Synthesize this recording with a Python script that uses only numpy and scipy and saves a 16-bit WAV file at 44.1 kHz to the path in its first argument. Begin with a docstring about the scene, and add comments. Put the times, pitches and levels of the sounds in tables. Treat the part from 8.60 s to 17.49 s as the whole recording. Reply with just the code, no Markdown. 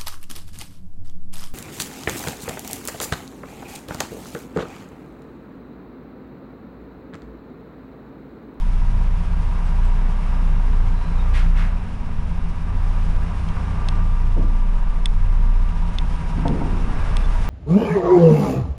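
"""Inside a truck cab in a queue: a six-cylinder diesel near idle booms, knocks, whines and clatters throughout,
as tones and filtered noise tied to its firings, over rumble, air hiss and a neighbour's engine in steady tones.
Early on faint squeaks sound (narrow gliding noise), then the air brake puffs twice (noise in duct resonances).
From the middle on a plastic part near the microphone ticks now and then (short damped sines), and dull bumps
shake it (low noise bursts with ringing modes); one last squeak comes near the end."""
import sys
import numpy as np
from scipy import signal
from scipy.fft import rfft, irfft
from scipy.io import wavfile

SR = 44100
rng = np.random.default_rng(int(sys.argv[2]) if len(sys.argv) > 2 else 0)


def file_out(sig):
    """Save sig as 16-bit WAV at sys.argv[1]."""
    # one column per channel
    cols = np.atleast_2d(sig).T
    # limit, then scale
    lim = np.clip(cols, -1, 1)
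    pcm = np.round(lim * 32767).astype(np.int16)
    wavfile.write(sys.argv[1], SR, pcm)


def gain_from_db(level_db):
    """Turn a decibel level (scalar or array-like) into a linear amplitude factor."""
    decades = np.asarray(level_db, float) / 20
    return 10 ** decades


N = 392049

# Engine load. Each row: time in seconds, clatter in dB, air hiss from outside in dB.
LOAD = [(0, -42, -50), (.5, -40.5, -51), (1.1, -38, -50), (2, -38.5, -50.5), (2.75, -38, -51),
        (3.44, -42, -54), (4.1, -40, -53), (4.3, -39.5, -49.5), (4.8, -38.5, -50), (5.37, -36.5, -50),
        (5.47, -40.5, -51.5), (6.1, -41, -52.5), (7.1, -40.5, -52), (7.5, -38, -48), (7.95, -36, -49),
        (8.15, -37, -48), (8.4, -33.5, -47), (8.89, -35.5, -44)]


def evened(x):
    """Scales to rms 1."""
    return x / np.sqrt(np.mean(x ** 2) + 1e-20)


def columns(rows, t):
    """Every column of a curve table, interpolated at the times t."""
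    times_s, *rest = np.transpose(rows)
    return [np.interp(t, times_s, column) for column in rest]


def add(mix, start_s, sound):
    """Mixes a sound in at start_s."""
    part = mix[round(start_s * SR):][:len(sound)]
    part += sound[:len(part)]


def resonate(x, hz, width_hz):
    """One-pole resonance of gain 1: shifts hz (may glide) down to zero, smooths, shifts back."""
    turn = np.exp(2j * np.pi * np.cumsum(hz * np.ones(len(x))) / SR)
    pole = np.exp(-np.pi * width_hz / SR)
    smooth = signal.lfilter([1 - pole], [1, -pole], x / turn)
    return 2 * (turn * smooth).real


def ring(x, hz, width_hz):
    """Steep resonance: two equal stages of width_hz each, rms 1."""
    return evened(resonate(resonate(x, hz, width_hz), hz, width_hz))


def coloured(x, points):
    """Multiplies the spectrum of x by a curve of (Hz, dB) points, rms 1."""
    point_hz, point_db = np.transpose(points)
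    hz = np.fft.rfftfreq(len(x), 1 / SR)
    curve_db = np.interp(np.log(hz + 1), np.log(point_hz + 1), point_db)
    return evened(irfft(rfft(x) * gain_from_db(curve_db), len(x)))


def drift(per_s):
    """Slow chance: per_s random points a second, smoothly joined, rms 1."""
    points = rng.standard_normal(int(N / SR * per_s) + 2)
    return evened(signal.resample(points, N))


def loaded(t, idle_db, load_share, pull_share, waver_db, per_s):
    """Level in dB that follows shares of the engine load and driveline pull, and wavers by chance."""
    # How hard the driveline pulls while creeping. Each row: time in seconds, pull in dB.
    pull = [(0, -1.5), (.3, -5.5), (.75, 3), (1.15, -0.5), (1.9, 0), (2.1, -4), (2.5, 4.5), (2.9, -0.5),
            (3.4, -11), (3.65, 5.5), (3.9, -4.5), (4.7, 3), (5.3, 4.5), (5.8, -5.5), (6.05, -7),
            (6.3, -6.5), (6.6, -4.5), (7.1, -6), (7.35, 2), (7.9, 8), (8.3, 2), (8.89, -4)]
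    light_load_db = -40
    load_db = columns(LOAD, t)[0] - light_load_db
    pull_db = columns(pull, t)[0]
    return idle_db + load_share * load_db + pull_share * pull_db + waver_db * drift(per_s)


def rumble(t):
    """Low broadband noise that follows the engine load."""
    # Rumble spectrum. Each row: frequency in Hz, relative density in dB per Hz.
    spectrum = [(4, -21), (9, 4.5), (22, 10.5), (44, 2.5), (72, 6.5), (100, 3.5), (135, -2), (190, -5.5),
                (250, -6.5), (330, -15.5), (600, -28), (900, -69)]
    # Level: dB at light load, share of load, share of pull, wavering in dB rms.
    level = (-38.5, 0.85, -0.14, 0.8)
    noise = coloured(rng.standard_normal(N), spectrum)
    hz = np.fft.rfftfreq(N, 1 / SR)
    rms_above_95_hz = np.sqrt(2 * np.sum(abs(rfft(noise)[hz > 95]) ** 2)) / N
    return gain_from_db(loaded(t, *level, per_s=7.5)) * noise / rms_above_95_hz


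def outside_hiss(t):
    """Air hiss from outside: coloured noise with a fast flutter in level."""
    # Hiss spectrum. Each row: frequency in Hz, relative density in dB per Hz.
    spectrum = [(1470, -5), (2500, -3.5), (3520, -6.5), (3860, -10.5), (5100, -10.5), (7470, -17),
                (8130, -17.5), (9870, -15.5), (11800, -35), (15300, -67), (22000, -120)]
    level_db = columns(LOAD, t)[1] + 1.02 * drift(per_s=40)
    return gain_from_db(level_db) * coloured(rng.standard_normal(N), spectrum)


def neighbour(t):
    """Engine alongside: tones of fixed pitch that swell and fade together."""
    # Drone tones. Each row: frequency in Hz, relative level in dB.
    tones = [(58.8, -9), (88.15, 0), (117.5, -14)]
    # Drone swell. Each row: time in seconds, gain in dB.
    swell = [(0, -44), (.35, -32), (.7, -32.5), (1.2, -32.5), (1.5, -44), (2, -31), (2.4, -36), (3, -32.5),
             (3.5, -36), (3.95, -33.5), (4.15, -27.5), (4.7, -32), (5.2, -28.5), (5.8, -29.5), (6, -41),
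             (6.45, -45), (6.6, -27), (7, -32), (7.5, -38.5), (8.2, -33), (8.89, -35)]
    drone = sum(gain_from_db(db) * np.sqrt(2) * np.sin(2 * np.pi * hz * t) for hz, db in tones)
    return gain_from_db(columns(swell, t)[0]) * drone


def squeak(start_s, length_s, from_hz, to_hz, width_hz, level_db):
    """Faint, fuzzy metal whistle: noise in a narrow gliding resonance."""
    hz = np.linspace(from_hz, to_hz, round(length_s * SR))
    whistle = ring(rng.standard_normal(len(hz)), hz, width_hz)
    return start_s, gain_from_db(level_db) * whistle * signal.windows.tukey(len(hz), .5)


def puff(start_s, pipe_db, top_hz, hiss_db, rise_s, fall_s):
    """Escaping brake air: a pipe resonance sinks with the pressure through fixed duct modes; treble dies first."""
    # Treble hiss spectrum. Each row: frequency in Hz, relative density in dB per Hz.
    hiss_spectrum = [(1500, -26), (2600, 2), (4000, -2), (6000, -11), (9500, -13), (11000, -22),
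                     (13000, -62)]
    # Brake duct resonances. Each row: frequency in Hz, width in Hz, gain in dB.
    duct = [(850, 120, -4), (1150, 90, -2), (1350, 110, 0), (1630, 80, 0), (1895, 70, -2), (2170, 80, -3),
            (2520, 80, -3)]
    sag_per_s, dull_db_per_s = 5, 110
    slow_rise_s = .045  # a faster rise starts with a jolt
    t = np.arange(0, rise_s + 3 * fall_s, 1 / SR)
    late_s = np.maximum(t - rise_s, 0)
    rise = np.sin(np.pi / 2 * np.minimum(t / rise_s, 1)) ** (rise_s / slow_rise_s)
    flow = rise * np.exp(-(late_s / fall_s) ** 1.4)
    hz = top_hz / (1 + sag_per_s * late_s)
    pipe = ring(rng.standard_normal(len(t)), hz, 1.3 * top_hz)
    pipe = evened(pipe + sum(gain_from_db(db) * resonate(pipe, f, w) for f, w, db in duct))
    hiss = coloured(rng.standard_normal(len(t)), hiss_spectrum)
    hiss *= gain_from_db(hiss_db - dull_db_per_s * late_s)
    return start_s, gain_from_db(pipe_db) * flow * (pipe + hiss)


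def bump(start_s, level_db, t60_s, top_hz, ring_db):
    """Dull knock on the housing: low noise that rises in 6 ms and dies, and the housing's decaying modes."""
    # Housing modes. Each row: frequency in Hz, relative level in dB, 60 dB decay in seconds.
    housing = [(149, 3.5, 0.24), (270, 4, 0.22), (376, -7, 0.2), (482, -8, 0.31), (687, -1, 0.13),
               (795, -4.5, 0.11), (917, -2.5, 0.19), (1316, -11, 0.11)]
    t = np.arange(round(t60_s * SR)) / SR
    colour = [(20, -40), (70, -5), (130, 0), (240, -1.5), (top_hz, -9), (1.43 * top_hz, -26), (20000, -120)]
    thud = gain_from_db(-60 * t / t60_s) * coloured(rng.standard_normal(len(t)), colour)
    modes = 0
    for hz, db, mode_t60_s in housing:
        mode_hz = hz * rng.uniform(.975, 1.025)
        decay = gain_from_db(ring_db + db - 60 * t / mode_t60_s)
        modes = modes + decay * np.sin(2 * np.pi * (mode_hz * t + rng.random()))
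    return start_s, gain_from_db(level_db) * np.minimum(t / .006, 1) * (thud + modes)


def tick(start_s, level_db, hz, after_db, top_db):
    """Plastic tick: a snap of a few cycles, short upper modes, and an after-ring damped at 5 ms."""
    # Upper modes. Each row: frequency in Hz, relative level in dB, 60 dB decay in seconds.
    upper_modes = [(2050, -2.5, 0.011), (2625, -2.5, 0.013), (4320, -5, 0.0081), (5170, 6, 0.0047),
                   (6390, -8.5, 0.009), (8260, 5, 0.0054), (9570, -2, 0.0065), (10230, -3, 0.005),
                   (11500, -5, 0.0025)]
    middle_db = -5.5 - .25 * after_db  # less ringing spreads more into the middle modes
    snap_s = .0012
    t = np.arange(700) / SR
    tone = np.sin(2 * np.pi * hz * t)
    snap = np.exp(-((t - snap_s) / .00048) ** 2) * tone
    held = np.clip((t - snap_s) / .0012, 0, 1) * gain_from_db(-60 * t / .04)
    after = held / (1 + (t / .005) ** 12) * tone
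    upper = 0
    for mode_hz, db, t60_s in upper_modes:
        group_db = top_db if mode_hz > 7500 else middle_db
        decay = gain_from_db(group_db + db - 60 * t / t60_s)
        upper = upper + decay * np.sin(2 * np.pi * (mode_hz * t + rng.random()))
    upper = upper * np.clip((t - .0002) / .0009, 0, 1) ** 2
    return start_s, gain_from_db(level_db) * (snap + gain_from_db(after_db) * after + upper)


def dips(t):
    """Gain of the brief boom cancellations, probably against the engine alongside: a V-shaped notch each."""
    # Each row: time in seconds, depth in dB.
    rows = [(.65, -6.5), (2.45, -8.5), (3.29, -19), (3.51, -27), (3.99, -5.5), (5.05, -5), (7.13, -8.5),
            (7.32, -9.5), (7.61, -18), (7.98, -27), (8.37, -23)]
    half_width_s = .075
    gain = np.ones(len(t))
    for s, db in rows:
        distance = (t - s) ** 2
        gain *= np.sqrt((distance + (half_width_s * gain_from_db(db)) ** 2) / (distance + half_width_s ** 2))
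    return gain


def engine_tones(t, speed_hz, turns):
    """Multiples of the firing rate: cab boom, rocking on the mounts at half rate, and weaker orders."""
    # Each row: time in seconds, boom at the firing rate in dB, rocking in dB.
    boom = [(0, -16, -28), (.5, -15, -23), (1, -18.5, -34), (1.25, -13, -28), (1.65, -18.5, -35),
            (1.85, -14, -29), (2.2, -13.5, -30), (2.6, -15, -31), (2.9, -11.5, -34), (3.05, -14.5, -28),
            (3.25, -23.5, -28.5), (3.7, -23.5, -21.5), (4.1, -21.5, -25), (4.22, -16, -30), (4.6, -18, -21),
            (4.7, -25.5, -28), (5.15, -22.5, -24), (5.35, -15, -34), (5.55, -15.5, -32), (5.85, -13, -28),
            (6.35, -17, -20), (6.9, -11.5, -35), (7.2, -13, -20.5), (7.8, -19, -30), (8.3, -17, -22),
            (8.7, -14.5, -25), (8.89, -21, -26)]
    # Orders that come up when the engine lugs. Each row: multiple, level in dB at the slowest speed.
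    lugging = [(3, -32.5), (6, -34.5)]
    # Weaker tones. Each row: multiple of the firing rate, level in dB.
    orders = [(.72, -40), (1.5, -39), (1.67, -39), (2.17, -41), (3.83, -45), (5.5, -44), (7, -47.5),
              (8, -55)]
    slowest_hz, lug_db_per_hz = 27.97, -9
    boom_share, usual_boom_db = .41, -17.5  # the second multiple follows part of the boom

    def tone(multiple, db):
        return np.sqrt(2) * gain_from_db(db) * np.sin(2 * np.pi * (multiple * turns + rng.random()))

    boom_db, rocking_db = columns(boom, t)
    tones = dips(t) * tone(1, boom_db) + tone(.5, rocking_db + 2.8 * drift(per_s=6))
    second_db = loaded(t, idle_db=-30, load_share=-.44, pull_share=.67, waver_db=3, per_s=6)
    tones += tone(2, second_db + boom_share * (boom_db - usual_boom_db))
    for multiple, db in lugging:
        lug_db = db + lug_db_per_hz * (speed_hz - slowest_hz)
        tones += tone(round(multiple), lug_db + 3.3 * drift(per_s=2.5))
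    for multiple, db in orders:
        tones += tone(multiple, db + 3 * drift(per_s=2.4))
    return tones


def cab_air(t, firing, pulses):
    """Thud of each firing in the cab air: pulses and noise through one low resonance."""
    banks = .5 + (-1.) ** firing  # alternate cylinders reach the cab in opposite phase
    thuds = ring(banks * pulses + 1.36 * rng.standard_normal(N), hz=161, width_hz=24)
    level_db = loaded(t, idle_db=-36.5, load_share=-.1, pull_share=.63, waver_db=.9, per_s=4)
    return gain_from_db(level_db) * thuds


def block_knock(t, pulses):
    """Combustion blows and a steady rattle ring the engine block."""
    # Each row: time in seconds, level in dB, rattle as a factor re blows.
    curve = [(0, -47.5, .3), (1.2, -43, 0.34), (2, -46, 0.27), (2.6, -46, 0.64), (2.9, -49.5, .7),
             (4.1, -52, 0.97), (5.2, -45.5, .7), (6.2, -47, 0.76), (6.7, -49, 0.97), (7.4, -44.5, .7),
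             (8.15, -43, 1), (8.3, -55, .9), (8.89, -41.5, .9)]
    level_db, rattle = columns(curve, t)
    blows = pulses * rng.choice([-1, 1], N)  # each meets the ringing block at a chance phase
    block_hz = 958
    block = resonate(blows + rattle * rng.standard_normal(N), block_hz, 30)
    return gain_from_db(level_db) * evened(resonate(block, block_hz, 90))


def gear_whine(t, burn):
    """Gear whine: noise, stronger at each firing, in a narrow resonance that wanders with the mesh."""
    # Each row: time in seconds, level in dB.
    curve = [(0, -62), (1.5, -52.5), (2.6, -51.5), (3.5, -61), (4.6, -50.5), (4.98, -55), (5.06, -41.5),
             (5.38, -44.5), (5.5, -48), (6.4, -53.5), (6.9, -50.5), (7.6, -57), (8.5, -46), (8.89, -45.5)]
    whine = ring((2.5 + burn) * rng.standard_normal(N), hz=1180 + 4 * drift(per_s=3), width_hz=23)
    return gain_from_db(columns(curve, t)[0]) * whine


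def clatter(t, burn):
    """Clatter behind the firewall: coloured noise, slightly stronger at each firing, and ringing panels."""
    # Clatter spectrum. Each row: frequency in Hz, relative density in dB per Hz.
    spectrum = [(210, -18), (350, -5), (824, 1), (974, 0), (1020, 1), (1220, -1), (1860, -8.5), (2740, -12),
                (3870, -31), (5000, -33), (6500, -49), (11000, -120)]
    # Panels. Each row: frequency in Hz, width of each stage in Hz, relative level in dB.
    panels = [(420, 37, -18.5), (482.6, 5.7, -19.5), (1619, 130, -23), (2766, 110, -37.5), (3794, 490, -28),
              (5400, 880, -30.5)]
    shake = (20 + burn) * rng.standard_normal(N)
    sound = gain_from_db(-2) * coloured(shake, spectrum)
    sound += sum(gain_from_db(db) * ring(shake, hz, width_hz) for hz, width_hz, db in panels)
    return gain_from_db(columns(LOAD, t)[0] + .5 * drift(per_s=8)) * sound


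def engine(t):
    """Six-cylinder diesel: one firing clock drives its tones, thuds, knock, whine and clatter."""
    # Each row: time in seconds, firings per second.
    speed = [(0, 30.4), (.6, 31.4), (1, 30.8), (1.4, 29.65), (2.05, 29.35), (2.3, 28.35), (2.5, 28.2),
             (3.05, 31.1), (3.4, 32.8), (3.65, 31.8), (4, 30.6), (4.85, 29.5), (5.15, 28.3), (5.35, 28.3),
             (5.85, 28.7), (6.3, 29.6), (6.65, 30.1), (7.15, 30.5), (7.6, 32), (8.1, 31.7), (8.35, 30.9),
             (8.89, 30.5)]
    # Mean strength of each cylinder in dB, in firing order.
    cylinder_db = [-10, 0, -6, -11, -7, -1.5]
    speed_hz = columns(speed, t)[0]
    turns = .4 + np.cumsum(speed_hz) / SR  # in firings; starts partway through one
    firing = turns.astype(int)
    chance_db = rng.standard_normal(firing[-1] + 1)[firing]
    strength = gain_from_db(np.take(cylinder_db, firing, mode="wrap") + chance_db)
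    pulses = evened(strength * np.diff(firing, prepend=0))
    burn = evened(strength * np.exp(-(turns % 1) / .15))  # pressure falls fast after each firing
    low = engine_tones(t, speed_hz, turns) + cab_air(t, firing, pulses)
    return low + block_knock(t, pulses) + gear_whine(t, burn) + clatter(t, burn)


def scene():
    """All sources at the driver's seat."""
    # Each row: start in seconds, length in seconds, start Hz, end Hz, width of each stage in Hz, level in dB.
    squeaks = [(1.035, .05, 7900, 7900, 350, -64), (1.235, .055, 7900, 7900, 350, -64),
               (2.3, .32, 3980, 4040, 260, -60), (2.535, .095, 3630, 3750, 30, -53.5),
               (8.63, .035, 3500, 3520, 90, -48)]
    # Each row: start in seconds, pipe in dB, first centre in Hz, treble hiss in dB re pipe, rise and fall in s.
    puffs = [(2.732, -31.5, 1900, -13, .036, .08), (2.935, -33.5, 1600, -24, .065, .085)]
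    # Each row: start in seconds, level in dB, 60 dB decay in seconds, top of the thud in Hz, housing ring in dB.
    bumps = [(5.764, -26, 0.46, 584, -16), (5.78, -23.5, 0.63, 265, -19), (7.775, -23.5, 0.33, 300, -12),
             (7.85, -18.5, 0.13, 900, -3), (7.893, -23, 0.81, 446, -10), (7.925, -26, 0.26, 600, -8),
             (7.96, -30, 0.41, 560, -8), (8.008, -31.5, 0.2, 950, 4.5), (8.05, -29, 0.96, 400, -2.5),
             (8.113, -28, 0.86, 380, -13)]
    # Ticks and rebounds. Each row: start in s, level in dB, main ring in Hz, after-ring in dB, top modes in dB.
    ticks = [(4.8862, -31.5, 2250, -15, -15), (4.888, -34.5, 3150, -1, -21), (5.286, -19, 3600, -20, -7.5),
             (5.2886, -30, 3260, -6, -25), (6.4569, -12, 3470, -4.5, -5), (7.089, -38, 2870, -8, -13),
             (7.3848, -16.5, 3520, -4, -19), (7.88, -23.5, 3350, -18, -8.5), (7.8814, -36, 3350, -12, -20),
             (8.568, -18.5, 3360, -20, -2.5)]
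    t = np.arange(N) / SR
    mix = rumble(t) + outside_hiss(t) + neighbour(t) + engine(t)
    for source, rows in ((squeak, squeaks), (puff, puffs), (bump, bumps), (tick, ticks)):
        for row in rows:
            add(mix, *source(*row))
    return mix[None]


def band_limit(x):
    """A steep low-pass at the top of the band."""
    return signal.sosfilt(signal.butter(12, 11910, fs=SR, output="sos"), x)


def record(dry):
    """The microphone rounds off the highest peaks; a low-pass then limits the band."""
    ceiling = .88
    rounded = ceiling * np.tanh(dry / ceiling)
    low_pass = signal.firwin(401, 12150, fs=SR)[None]
    limited = signal.oaconvolve(rounded, low_pass, "same")
    return band_limit(limited)


dry = scene()
out = record(dry)
file_out(out)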